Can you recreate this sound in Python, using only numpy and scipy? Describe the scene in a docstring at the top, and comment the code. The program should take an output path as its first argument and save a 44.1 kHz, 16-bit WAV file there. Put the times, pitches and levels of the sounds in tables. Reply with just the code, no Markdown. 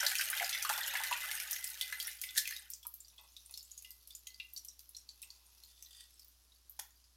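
"""Over the mains hum of a quiet kitchen, cold coffee pours from a jar through a mesh filter into a cup.
Impacts patter, trapped air bubbles resonate, and both drive faint ringing in the cup's glass wall.
The stream thins and spills a last splat at 2.4 s; single drips follow, and wet grounds tick in the mesh.
The filter frame bumps and then rubs the cup, and the jar slips in the fingers. At 6.8 s the empty jar
clacks down on the wooden counter, its free vibration damped by the hand."""
import sys
import numpy as np
from scipy import signal
from scipy.io import wavfile

SR = 44100
rng = np.random.default_rng(int(sys.argv[2]) if len(sys.argv) > 2 else 0)


def digitize_waveform(pressure):
    """Quantize a signal to 16-bit integers and store it at the path in sys.argv[1].

    Rows of a 2-D input are taken as channels; values are limited to [-1, 1].
    """
    field = np.atleast_2d(pressure).T
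    bounded = np.clip(field, -1, 1)
    quanta = np.round(bounded * 32767).astype(np.int16)
    wavfile.write(sys.argv[1], SR, quanta)


N = 315756
TIME = np.arange(N) / SR
BAND_EDGE_HZ = 16200


def amp(db):
    """The decibel scale: 20 dB is a factor of ten in amplitude."""
    return 10 ** (np.asarray(db) / 20)


def unit(x):
    """Normalisation to an rms of 1."""
    return x / np.sqrt(np.mean(x ** 2) + 1e-20)


def at_hz(points, hz):
    """Interpolation on a logarithmic frequency axis."""
    freq_hz, value = np.transpose(points)
    return np.interp(np.log(hz + 1), np.log(freq_hz + 1), value)


def add(mix, start_s, sound):
    """Superposition: a sound sums into the mix from start_s on."""
    part = mix[max(round(start_s * SR), 0):][:len(sound)]
    part += sound[:len(part)]


def colour(x, spectrum):
    """Minimum-phase filtering shapes the spectrum and keeps attacks sharp."""
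    log_gain = np.log(amp(at_hz(spectrum, abs(np.fft.fftfreq(4096, 1 / SR)))))
    taps = np.fft.ifft(np.exp(np.conj(signal.hilbert(log_gain)))).real
    return signal.oaconvolve(x, taps[:len(taps) // 2])[:len(x)]


def ringing(modes, rise_s=0.00052):
    """Free vibration: each normal mode is a damped sine, one to a row."""
    t = np.arange(SR // 2) / SR
    rings = np.array([amp(db - 60 * t / t60) * np.sin(2 * np.pi * hz * t) for hz, db, t60 in modes])
    return rings * (1 - np.exp(-t / rise_s))


def resonances(x, modes):
    """Forced vibration: a signal drives parallel resonators."""
    return sum(amp(db) * signal.lfilter(*signal.iirpeak(hz, hz / width, SR), x)
               for hz, width, db in modes)


def patter(per_s, spread_db, fade_s, wash):
    """Shot noise: the powers of random tiny impacts add to an even wash; rms 1."""
    chance = rng.random(N)
    size = np.minimum(rng.standard_exponential(N), 3)
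    hits = (chance < per_s / SR) * amp(spread_db * size) ** 2
    power = signal.lfilter([1], [1, -np.exp(-1 / (fade_s * SR))], hits)
    return unit(rng.standard_normal(N) * np.sqrt(power / power.mean() + wash))


def bubble(hz, cycles, glide=0.025):
    """Minnaert resonance: trapped air rings and decays, rising in pitch as it nears the surface."""
    t = np.arange(SR // 16) / SR
    age = t * hz / cycles  # in decay time constants
    turns = np.cumsum(hz * (1 + glide * np.minimum(age, 4))) / SR
    onset = 1 - np.exp(-t * hz / 2.9)
    return np.sin(2 * np.pi * turns) * np.exp(-age) * onset


def swarm(low_hz, high_hz, per_s, cycles, spread_db, pitches=48):
    """A Poisson process: bubbles of many pitches and strengths ring independently; rms 1."""
    out = np.zeros(N)
    for hz in np.geomspace(low_hz, high_hz, pitches):
        chance = rng.random(N)
        size = np.minimum(rng.standard_exponential(N), 3.5)
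        births = (chance < per_s / pitches / SR) * amp(spread_db * size)
        ring = hz * bubble(hz, cycles * rng.uniform(0.54, 2.6))
        out += signal.oaconvolve(births, ring)[:N]
    return unit(out)


def in_cup(x, echo_db=-5, fade_s=0.017, echoes=24):
    """Early reflections off the glass, different for each place a drop lands; peak 1."""
    delays_s = rng.uniform(0.00089, .02, echoes)
    size = rng.standard_normal(echoes) * np.exp(-delays_s / fade_s)
    out = x.copy()
    for delay_s, gain in zip(delays_s, amp(echo_db) * size / np.linalg.norm(size)):
        add(out, delay_s, gain * x)
    return out / abs(out).max()


def mains_hum(pitch_hz=59.4, level_db=-72):
    """A pure tone at the frequency of the alternating current."""
    return amp(level_db) * unit(np.sin(2 * np.pi * pitch_hz * TIME))


# spectrum of the kitchen's still air: freq_hz, gain_db
AIR_SPECTRUM = [(20, -6), (40, 10), (85, 8.5), (160, -1.5), (300, 1), (500, -4.5), (1200, -1), (2500, -6),
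                (5000, 2.5), (8000, -3.5), (12000, -5), (16000, -14.5)]

def air(level_db=-74):
    """Ambient noise: soft, stationary and strongest in the bass."""
    return amp(level_db) * unit(colour(rng.standard_normal(N), AIR_SPECTRUM))


# reverberation time of the kitchen: freq_hz, t60_s
ROOM_DECAY = [(300, 0.1), (1500, 0.36), (4500, 0.25), (11000, 0.2), (16000, 0.44)]

def kitchen(x, build_s=0.0072):
    """Reverberation: diffuse echoes from shelf and walls decay at a rate set by frequency."""
    hz, t, bands = signal.stft(rng.standard_normal(SR // 2), SR, nperseg=256)
    decay = amp(-60 * t / at_hz(ROOM_DECAY, hz)[:, None])
    tail = signal.istft(bands * decay, SR, nperseg=256)[1]
    tail *= 1 - np.exp(-(np.arange(len(tail)) / SR / build_s) ** 2)
    return signal.oaconvolve(x, tail / np.linalg.norm(tail))[:N]


# soft bumps of the plastic filter frame on the cup: start_s, level_db
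FRAME_BUMPS = [(3.125, -70.5), (3.186, -61.5), (3.235, -65), (3.493, -65)]
# resonances of the frame against the cup: pitch_hz, bandwidth_hz, gain_db
FRAME_MODES = [(933, 240, -7), (2006, 30, -6.5), (2570, 85, -4), (3490, 100, -6)]

def filter_frame(rise_s=0.0023, fade_s=0.028, rub_start_s=4.97, rub_length_s=0.82, rub_db=-79):
    """Contact excitation: dull bumps, then a rub along the rim, drive the modes of frame and cup."""
    rub_progress = np.clip((TIME - rub_start_s) / rub_length_s, 0, 1)
    contact = amp(rub_db) * np.sin(np.pi * rub_progress)
    t = np.arange(SR // 4) / SR
    for start_s, level_db in FRAME_BUMPS:
        add(contact, start_s, amp(level_db) * (1 - np.exp(-t / rise_s)) * np.exp(-t / fade_s))
    return contact * unit(resonances(rng.standard_normal(N), FRAME_MODES))


# envelope of the jar slipping round in the fingers: time_s, level_db
SLIP_ENVELOPE = [(5.68, -69), (5.78, -70), (5.88, -72), (5.94, -57), (5.975, -60), (6.008, -51.5),
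                 (6.04, -61.5), (6.1, -87)]
# resonances of the rubbed jar: pitch_hz, bandwidth_hz, gain_db
SLIP_MODES = [(1934, 12, 4), (3570, 140, 7), (4800, 350, 1), (5950, 270, -16), (7540, 650, -11)]
# spectrum of the friction hiss: freq_hz, gain_db
SLIP_SPECTRUM = [(1500, -30), (3000, -1), (6000, -1), (9000, -1), (12000, -6.5), (16000, -20)]

def finger_slip(hiss_db=-7):
    """Stick-slip friction: fingers slide on the jar in tiny jerks that ring its glass."""
    jerks = patter(per_s=90, spread_db=3.5, fade_s=0.0015, wash=0.4)
    ring = unit(resonances(jerks, SLIP_MODES))
    hiss = amp(hiss_db) * unit(colour(jerks, SLIP_SPECTRUM))
    envelope = amp(np.interp(TIME, *np.transpose(SLIP_ENVELOPE), left=-np.inf, right=-np.inf))
    return envelope * unit(ring + hiss)


# the jar meets the counter with one edge, then flat: start_s, level_db
JAR_CONTACTS = [(6.7915, -42), (6.7945, -34.5), (6.7968, -38.5)]
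# spectrum of glass striking wood: freq_hz, gain_db
CLACK_SPECTRUM = [(240, -57), (400, -44.5), (801, 2), (1220, -7), (1930, -8.5), (2120, -7), (3070, -9.5),
                  (3470, -2), (4050, -13), (4730, -0.5), (6340, -1.5), (8370, -4.5), (11600, 2),
                  (14400, -8), (16000, -16)]
# modes of the empty jar, damped by the hand: pitch_hz, gain_db, t60_s
JAR_MODES = [(1900, -5, .12), (3391, -6, .25), (4570, -7, .2), (6266, -7, .15), (6605, -9, .2),
             (7607, -9, .15), (10930, -7, .14), (11560, -7, .16)]
# modes of the wooden counter: pitch_hz, gain_db, t60_s
COUNTER_MODES = [(810, 5, 0.054), (877, 8, 0.035), (1020, -15, .04), (1370, -5, .12), (1900, -10, .06)]

def jar_set_down(clack_s=0.0045, ring_db=-27, counter_db=-57):
    """Impact excitation: each contact clacks and rings the jar; the first also sounds the counter."""
    ring = ringing(JAR_MODES).sum(0)
    t = np.arange(len(ring)) / SR
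    out = np.zeros(N)
    add(out, JAR_CONTACTS[0][0], amp(counter_db) * ringing(COUNTER_MODES).sum(0))
    for start_s, level_db in JAR_CONTACTS:
        clack = unit(colour(rng.standard_normal(len(t)), CLACK_SPECTRUM)) * np.exp(-t / clack_s)
        add(out, start_s, amp(level_db) * (clack + amp(ring_db) * ring))
    return out


# envelope of the wet grounds seeping in the mesh: time_s, level_db
SEEP_ENVELOPE = [(2.7, -68), (3.08, -66), (3.78, -62), (3.9, -65.5), (4.87, -66.5), (5.53, -65),
                 (6.04, -65.5), (6.49, -68.5), (7.16, -68.5)]
# spectrum of their ticking: freq_hz, gain_db
SEEP_SPECTRUM = [(1500, -31), (2600, -4), (3600, 1), (6000, 3.5), (8000, -8), (11500, 4.5), (14000, -7.5),
                 (16000, -7)]

def wet_grounds(gain_db=-2, drained_db=-71, pips_db=-5):
    """Film rupture: liquid films burst among the draining grounds, and tiny drips ring as pips."""
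    level = amp(np.interp(TIME, *np.transpose(SEEP_ENVELOPE), left=-np.inf))
    envelope = np.sqrt(np.maximum(level ** 2 - amp(drained_db) ** 2, 0))
    ticks = colour(patter(per_s=150, spread_db=3.2, fade_s=.0015, wash=1.0), SEEP_SPECTRUM)
    pips = in_cup(swarm(4200, 14500, per_s=60, cycles=9, spread_db=4.5, pitches=24))
    return amp(gain_db) * envelope * (unit(ticks) + amp(pips_db) * unit(pips))


# modes of the glass cup: pitch_hz, gain_db, t60_s
CUP_MODES = [(2030, 2, .38), (2207, -10, .22), (2653, -10, .2), (3527, -4, .2), (5157, -10, .2),
             (5943, -10, .2)]
# drips and one light knock that ring the cup's glass: start_s, lowest_mode_db, upper_modes_db
CUP_STRIKES = [(.527, -47, -33), (1.216, -43, -72), (1.625, -50, -69), (1.812, -46.5, -68),
               (1.925, -42.5, -58), (2.238, -53, -65), (2.474, -50.5, -64), (3.848, -64.5, -73),
               (4.271, -62.5, -69), (4.399, -68, -65), (5.232, -75, -68)]

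def cup_ring(splashing, coupling_db=-57):
    """Sympathetic vibration: the glass rings under the splashing; drips and a knock also excite it."""
    modes = ringing(CUP_MODES)
    out = amp(coupling_db) * signal.oaconvolve(splashing, modes.sum(0))[:N]
    for start_s, lowest_mode_db, upper_modes_db in CUP_STRIKES:
        add(out, start_s, amp(lowest_mode_db) * modes[0] + amp(upper_modes_db) * modes[1:].sum(0))
    return out


# spectrum of a gush slapping the filter: freq_hz, gain_db
SPLAT_SPECTRUM = [(900, -24.5), (1300, -19), (1700, 10), (2600, -10), (3500, 5.5), (6000, 5.5), (9000, 4.5),
                  (12000, 5.5), (16000, -10)]

def splat(peak_s=2.38, peak_db=-25, rise_db_per_s=1111, fall_db_per_s=627.5):
    """A noise transient: liquid and grounds hit the filter, swelling and dying exponentially."""
    t = TIME - peak_s
    envelope = amp(peak_db + np.minimum(rise_db_per_s * t, -fall_db_per_s * t))
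    spray = rng.standard_normal(N) * (rng.random(N) < .2)
    return envelope * unit(colour(spray, SPLAT_SPECTRUM))


# envelopes of the running liquid: time_s, gurgle_db, spatter_db
FLOW = [(0.0, -39.5, -36), (0.16, -50, -42), (0.43, -44, -43), (0.55, -48.5, -45.5), (0.82, -44, -45.5),
        (1.29, -47.5, -46), (1.54, -52.5, -49), (1.67, -58, -50), (2.07, -54, -51.5), (2.2, -64, -54.5),
        (2.44, -62.5, -53), (2.67, -63.5, -60.5), (2.8, -90, -76)]
# spectrum of the trapped air's gurgle: freq_hz, gain_db
GURGLE_SPECTRUM = [(300, -29.5), (480, -11.5), (640, -16), (820, -5), (1030, -17), (1350, -1.5),
                   (1650, 3.5), (2100, -2), (2800, -7), (3600, -4.5), (6000, -46)]
# spectrum of fine spatter: freq_hz, gain_db
SPATTER_SPECTRUM = [(1200, -27.5), (2400, 4.5), (3500, 1.5), (5500, 3), (8000, -0.5), (11500, 3.5),
                    (14000, 3), (16000, -13)]

def stream(gurgle_gain_db=1.0, spatter_gain_db=-2.0, fizz_gain_db=-8, thin_db=-64):
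    """Air entrainment: the plunging stream traps large bubbles; spatter and fizz rise from the mesh."""
    time_s, gurgle_db, spatter_db = np.transpose(FLOW)
    plunge = amp(np.interp(TIME, time_s, gurgle_db, right=-np.inf))
    plunge = plunge ** 2 / (plunge + amp(thin_db))  # a thin trickle traps hardly any air
    spray = amp(np.interp(TIME, time_s, spatter_db, right=-np.inf))
    large_bubbles = swarm(550, 4200, per_s=1700, cycles=6.5, spread_db=4.5)
    impacts = patter(per_s=620, spread_db=5, fade_s=.001, wash=0.1)
    tiny_bubbles = swarm(2300, 13000, per_s=1400, cycles=12, spread_db=11, pitches=32)
    gurgle = amp(gurgle_gain_db) * unit(colour(large_bubbles, GURGLE_SPECTRUM))
    spatter = amp(spatter_gain_db) * unit(colour(impacts, SPATTER_SPECTRUM))
    fizz = amp(fizz_gain_db) * unit(colour(tiny_bubbles, SPATTER_SPECTRUM))
    return plunge * gurgle + spray * (spatter + fizz)


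def drop_impact(hz, rise_s=.0004, tick_s=0.0018, spray_s=0.015, spray_db=-16):
    """Impact noise: a drop ticks on the surface and sprays; the smaller the drop, the thinner the tick."""
    t = np.arange(SR // 20) / SR
    envelope = (np.exp(-t / tick_s) + amp(spray_db) * np.exp(-t / spray_s)) * (1 - np.exp(-t / rise_s))
    burst = colour(rng.standard_normal(len(t)) * envelope, SPATTER_SPECTRUM)
    thinning = signal.butter(2, min(0.94 * hz, 6000), "highpass", fs=SR)
    return signal.lfilter(*thinning, burst)


def drop_bubbles(hz, cycles, small_count=3, small_db=-9, slosh_db=-15, slosh_s=0.0055):
    """Bubble entrainment: a drop traps one main bubble and a few lesser ones, and sloshes briefly."""
    out = bubble(hz, cycles)
    delays_s = rng.uniform(0, 0.0068, small_count)
    for delay_s, octaves in zip(delays_s, rng.uniform(-0.23, 0.43, small_count)):
        add(out, delay_s, amp(small_db) * bubble(min(hz * 2 ** octaves, SR / 2), cycles=5.7))
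    t = np.arange(SR // 20) / SR
    near_pitch = signal.butter(2, [.9 * hz, min(1.7 * hz, BAND_EDGE_HZ + .3 * hz)], "bandpass", fs=SR)
    slosh = unit(signal.lfilter(*near_pitch, rng.standard_normal(len(t))))
    add(out, 0, amp(slosh_db) * slosh * np.exp(-t / slosh_s))
    return out


# drops that stand out of the stream, and single drips after it: start_s, bubble_db, pitch_hz, impact_db
DROPS = [(.0056, -24.5, 5750, -43), (0.0292, -25.5, 1512, -38), (.0301, -38.5, 650, -42),
         (0.0648, -18.5, 4080, -19.5), (0.115, -30.5, 1644, -24), (0.153, -27.5, 2550, -19),
         (0.1852, -23.5, 5340, -31), (0.1935, -28, 1530, -34), (.2074, -30.5, 1580, -30.5),
         (.211, -26.5, 2510, -20), (.301, -22.5, 9770, -31), (0.3299, -29.5, 1516, -40),
         (.3754, -28.5, 3570, -40), (.3985, -23.5, 2043, -39), (.4073, -36, 748, -42),
         (.4171, -39.5, 655, -40), (0.4262, -28, 1600, -24.5), (0.4449, -26, 4840, -34),
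         (0.493, -30, 4250, -24), (.528, -24.5, 3420, -40), (.5482, -29, 2000, -25),
         (0.625, -26, 5770, -24), (0.6487, -28.5, 1165, -24), (0.6923, -29, 1346, -20.5),
         (.6983, -26.5, 818, -22), (.728, -32.5, 2470, -27.5), (.777, -36, 826, -24),
         (0.832, -28, 4020, -46), (.8628, -30, 6780, -33), (0.8782, -33, 11200, -25),
         (.937, -38.5, 860, -28), (.9533, -28, 2095, -31), (.97, -33, 2510, -26.5), (1.0032, -35, 863, -39),
         (1.036, -29, 1980, -21.5), (1.111, -28, 956, -22), (1.126, -23, 2600, -37),
         (1.238, -36.5, 1390, -33), (1.3131, -33, 2090, -23), (1.3515, -38, 6020, -25),
         (1.3998, -35.5, 2190, -22), (1.5097, -35, 12100, -22), (1.5194, -25, 12500, -37),
         (1.5298, -28, 5780, -28), (1.5615, -38, 2000, -26.5), (1.6419, -29.5, 7870, -25.5),
         (1.6764, -31, 13800, -45), (1.7009, -31, 9800, -31.5), (1.8112, -23, 3316, -21.5),
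         (1.925, -30, 1656, -29), (2, -31, 3240, -22.5), (2.026, -55, 12100, -25.5),
         (2.0718, -25.5, 10600, -34), (2.078, -35.5, 1967, -47), (2.1136, -41, 5740, -38),
         (2.215, -38, 10300, -24.5), (2.2366, -38, 2110, -27.5), (2.2894, -36, 3390, -53),
         (2.3599, -36, 1710, -42), (2.4547, -33, 2500, -32), (2.4752, -34, 2330, -22.5),
         (2.508, -39.5, 1676, -28.5), (2.524, -37, 1820, -35), (2.5643, -36, 3710, -30.5),
         (2.7021, -30, 13400, -33.5), (2.735, -32, 5800, -43), (2.8292, -50, 3300, -43),
         (2.8507, -50, 938, -44), (2.868, -27.5, 11300, -51), (2.9398, -35, 12300, -44),
         (3.004, -41, 7200, -44), (3.0473, -49, 4680, -60), (3.0817, -50, 5630, -46.5),
         (3.181, -45.5, 3360, -64), (3.3656, -40.5, 3650, -43.5), (3.4607, -43.5, 9050, -64),
         (3.51, -42, 10150, -42.5), (3.5397, -36.5, 4240, -37.5), (3.5748, -37.5, 5300, -31.5),
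         (3.628, -47, 6960, -41), (3.7152, -40.5, 6680, -54), (3.7777, -37.5, 6580, -39.5),
         (3.8228, -46, 10100, -40), (3.8469, -44, 2770, -43), (3.906, -40.5, 12650, -36.5),
         (4.074, -45, 10900, -41.5), (4.106, -45, 3470, -40.5), (4.1504, -36.5, 6900, -36),
         (4.2696, -40.5, 3120, -40), (4.2714, -37, 6530, -38.5), (4.3436, -43.5, 4620, -62),
         (4.3993, -33.5, 2674, -44), (4.5354, -36, 12350, -47), (4.5632, -37, 4400, -40),
         (4.575, -33.5, 5630, -35.5), (4.6484, -39.5, 11400, -35.5), (4.6848, -36.5, 5530, -47),
         (4.7922, -49, 4720, -39), (4.892, -41.5, 10960, -56), (4.948, -42, 4070, -50),
         (4.9665, -37, 5560, -44), (5.0898, -39, 4360, -52), (5.218, -42, 10670, -38.5),
         (5.227, -39.5, 8330, -41.5), (5.2314, -45.5, 2606, -60), (5.3036, -39, 4460, -48),
         (5.6355, -46.5, 4140, -43), (5.8244, -41.5, 6000, -36), (6.1952, -47.5, 5200, -41.5),
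         (6.246, -47.5, 14500, -55), (6.52, -56, 3780, -67), (6.6963, -37.5, 11800, -57),
         (7.041, -55, 4860, -63)]

def drops(stirred_cycles=6, calm_cycles=13.2, tick_gain_db=-3,
          droplets=2, droplet_hz=7044, droplet_gain_db=-12.5, max_flight_s=0.038):
    """Impact and bubble resonance: each drop ticks, rings and throws up droplets that fall back."""
    out = np.zeros(N)
    stream_end_s = FLOW[-1][0]
    for start_s, bubble_db, pitch_hz, impact_db in DROPS:
        # bubbles ring longer once the stream stops stirring the surface
        cycles = stirred_cycles if start_s < stream_end_s else calm_cycles
        cycles *= (pitch_hz / 3450) ** 0.31  # small bubbles ring for more cycles
        tick = drop_impact(pitch_hz)
        trapped_air = drop_bubbles(pitch_hz, cycles)
        add(out, start_s, amp(bubble_db) * in_cup(trapped_air))
        add(out, start_s, amp(impact_db + tick_gain_db) * in_cup(tick))
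        flights_s = max_flight_s * rng.random(droplets)
        for flight_s, octaves in zip(flights_s, rng.uniform(-1, 1, droplets)):
            droplet = in_cup(bubble(droplet_hz * 2 ** octaves, cycles=6))
            add(out, start_s + flight_s, amp(impact_db + droplet_gain_db) * droplet)
    return out


# stereo side spectrum of the echoes: freq_hz, gain_db
ECHO_SIDE = [(300, -16), (700, -28), (2200, -29), (5000, -26), (12000, -25)]
# stereo side spectrum of the still air: freq_hz, gain_db
AIR_SIDE = [(60, -6), (200, -9), (1000, -11), (4000, -21.5), (12000, -0.5)]

def scene(liquid_room_db=-8, contact_room_db=-6, air_side_db=-8, cup_cutoff_hz=480):
    """Mid-side stereo: the sources sit straight ahead; only a trace of room and air spreads sideways."""
    liquid = drops() + stream() + splat() + wet_grounds()
    bass_cut = signal.butter(3, cup_cutoff_hz, "highpass", fs=SR, output="sos")
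    liquid = signal.sosfilt(bass_cut, liquid)  # a small cup radiates no bass
    liquid = liquid + cup_ring(liquid)
    contacts = jar_set_down() + finger_slip() + filter_frame()
    echoes = kitchen(amp(liquid_room_db) * liquid + amp(contact_room_db) * contacts)
    mid = liquid + contacts + echoes + mains_hum() + air()
    side = colour(kitchen(liquid + contacts), ECHO_SIDE) + amp(air_side_db) * colour(air(), AIR_SIDE)
    return np.array([mid + side, mid - side])


def record(dry):
    """Band limiting: a steep linear-phase low-pass removes the highest treble."""
    taps = signal.firwin(511, BAND_EDGE_HZ, window=("kaiser", 9), fs=SR)
    return signal.oaconvolve(dry, taps[None], "same")


dry = scene()
out = record(dry)
digitize_waveform(out)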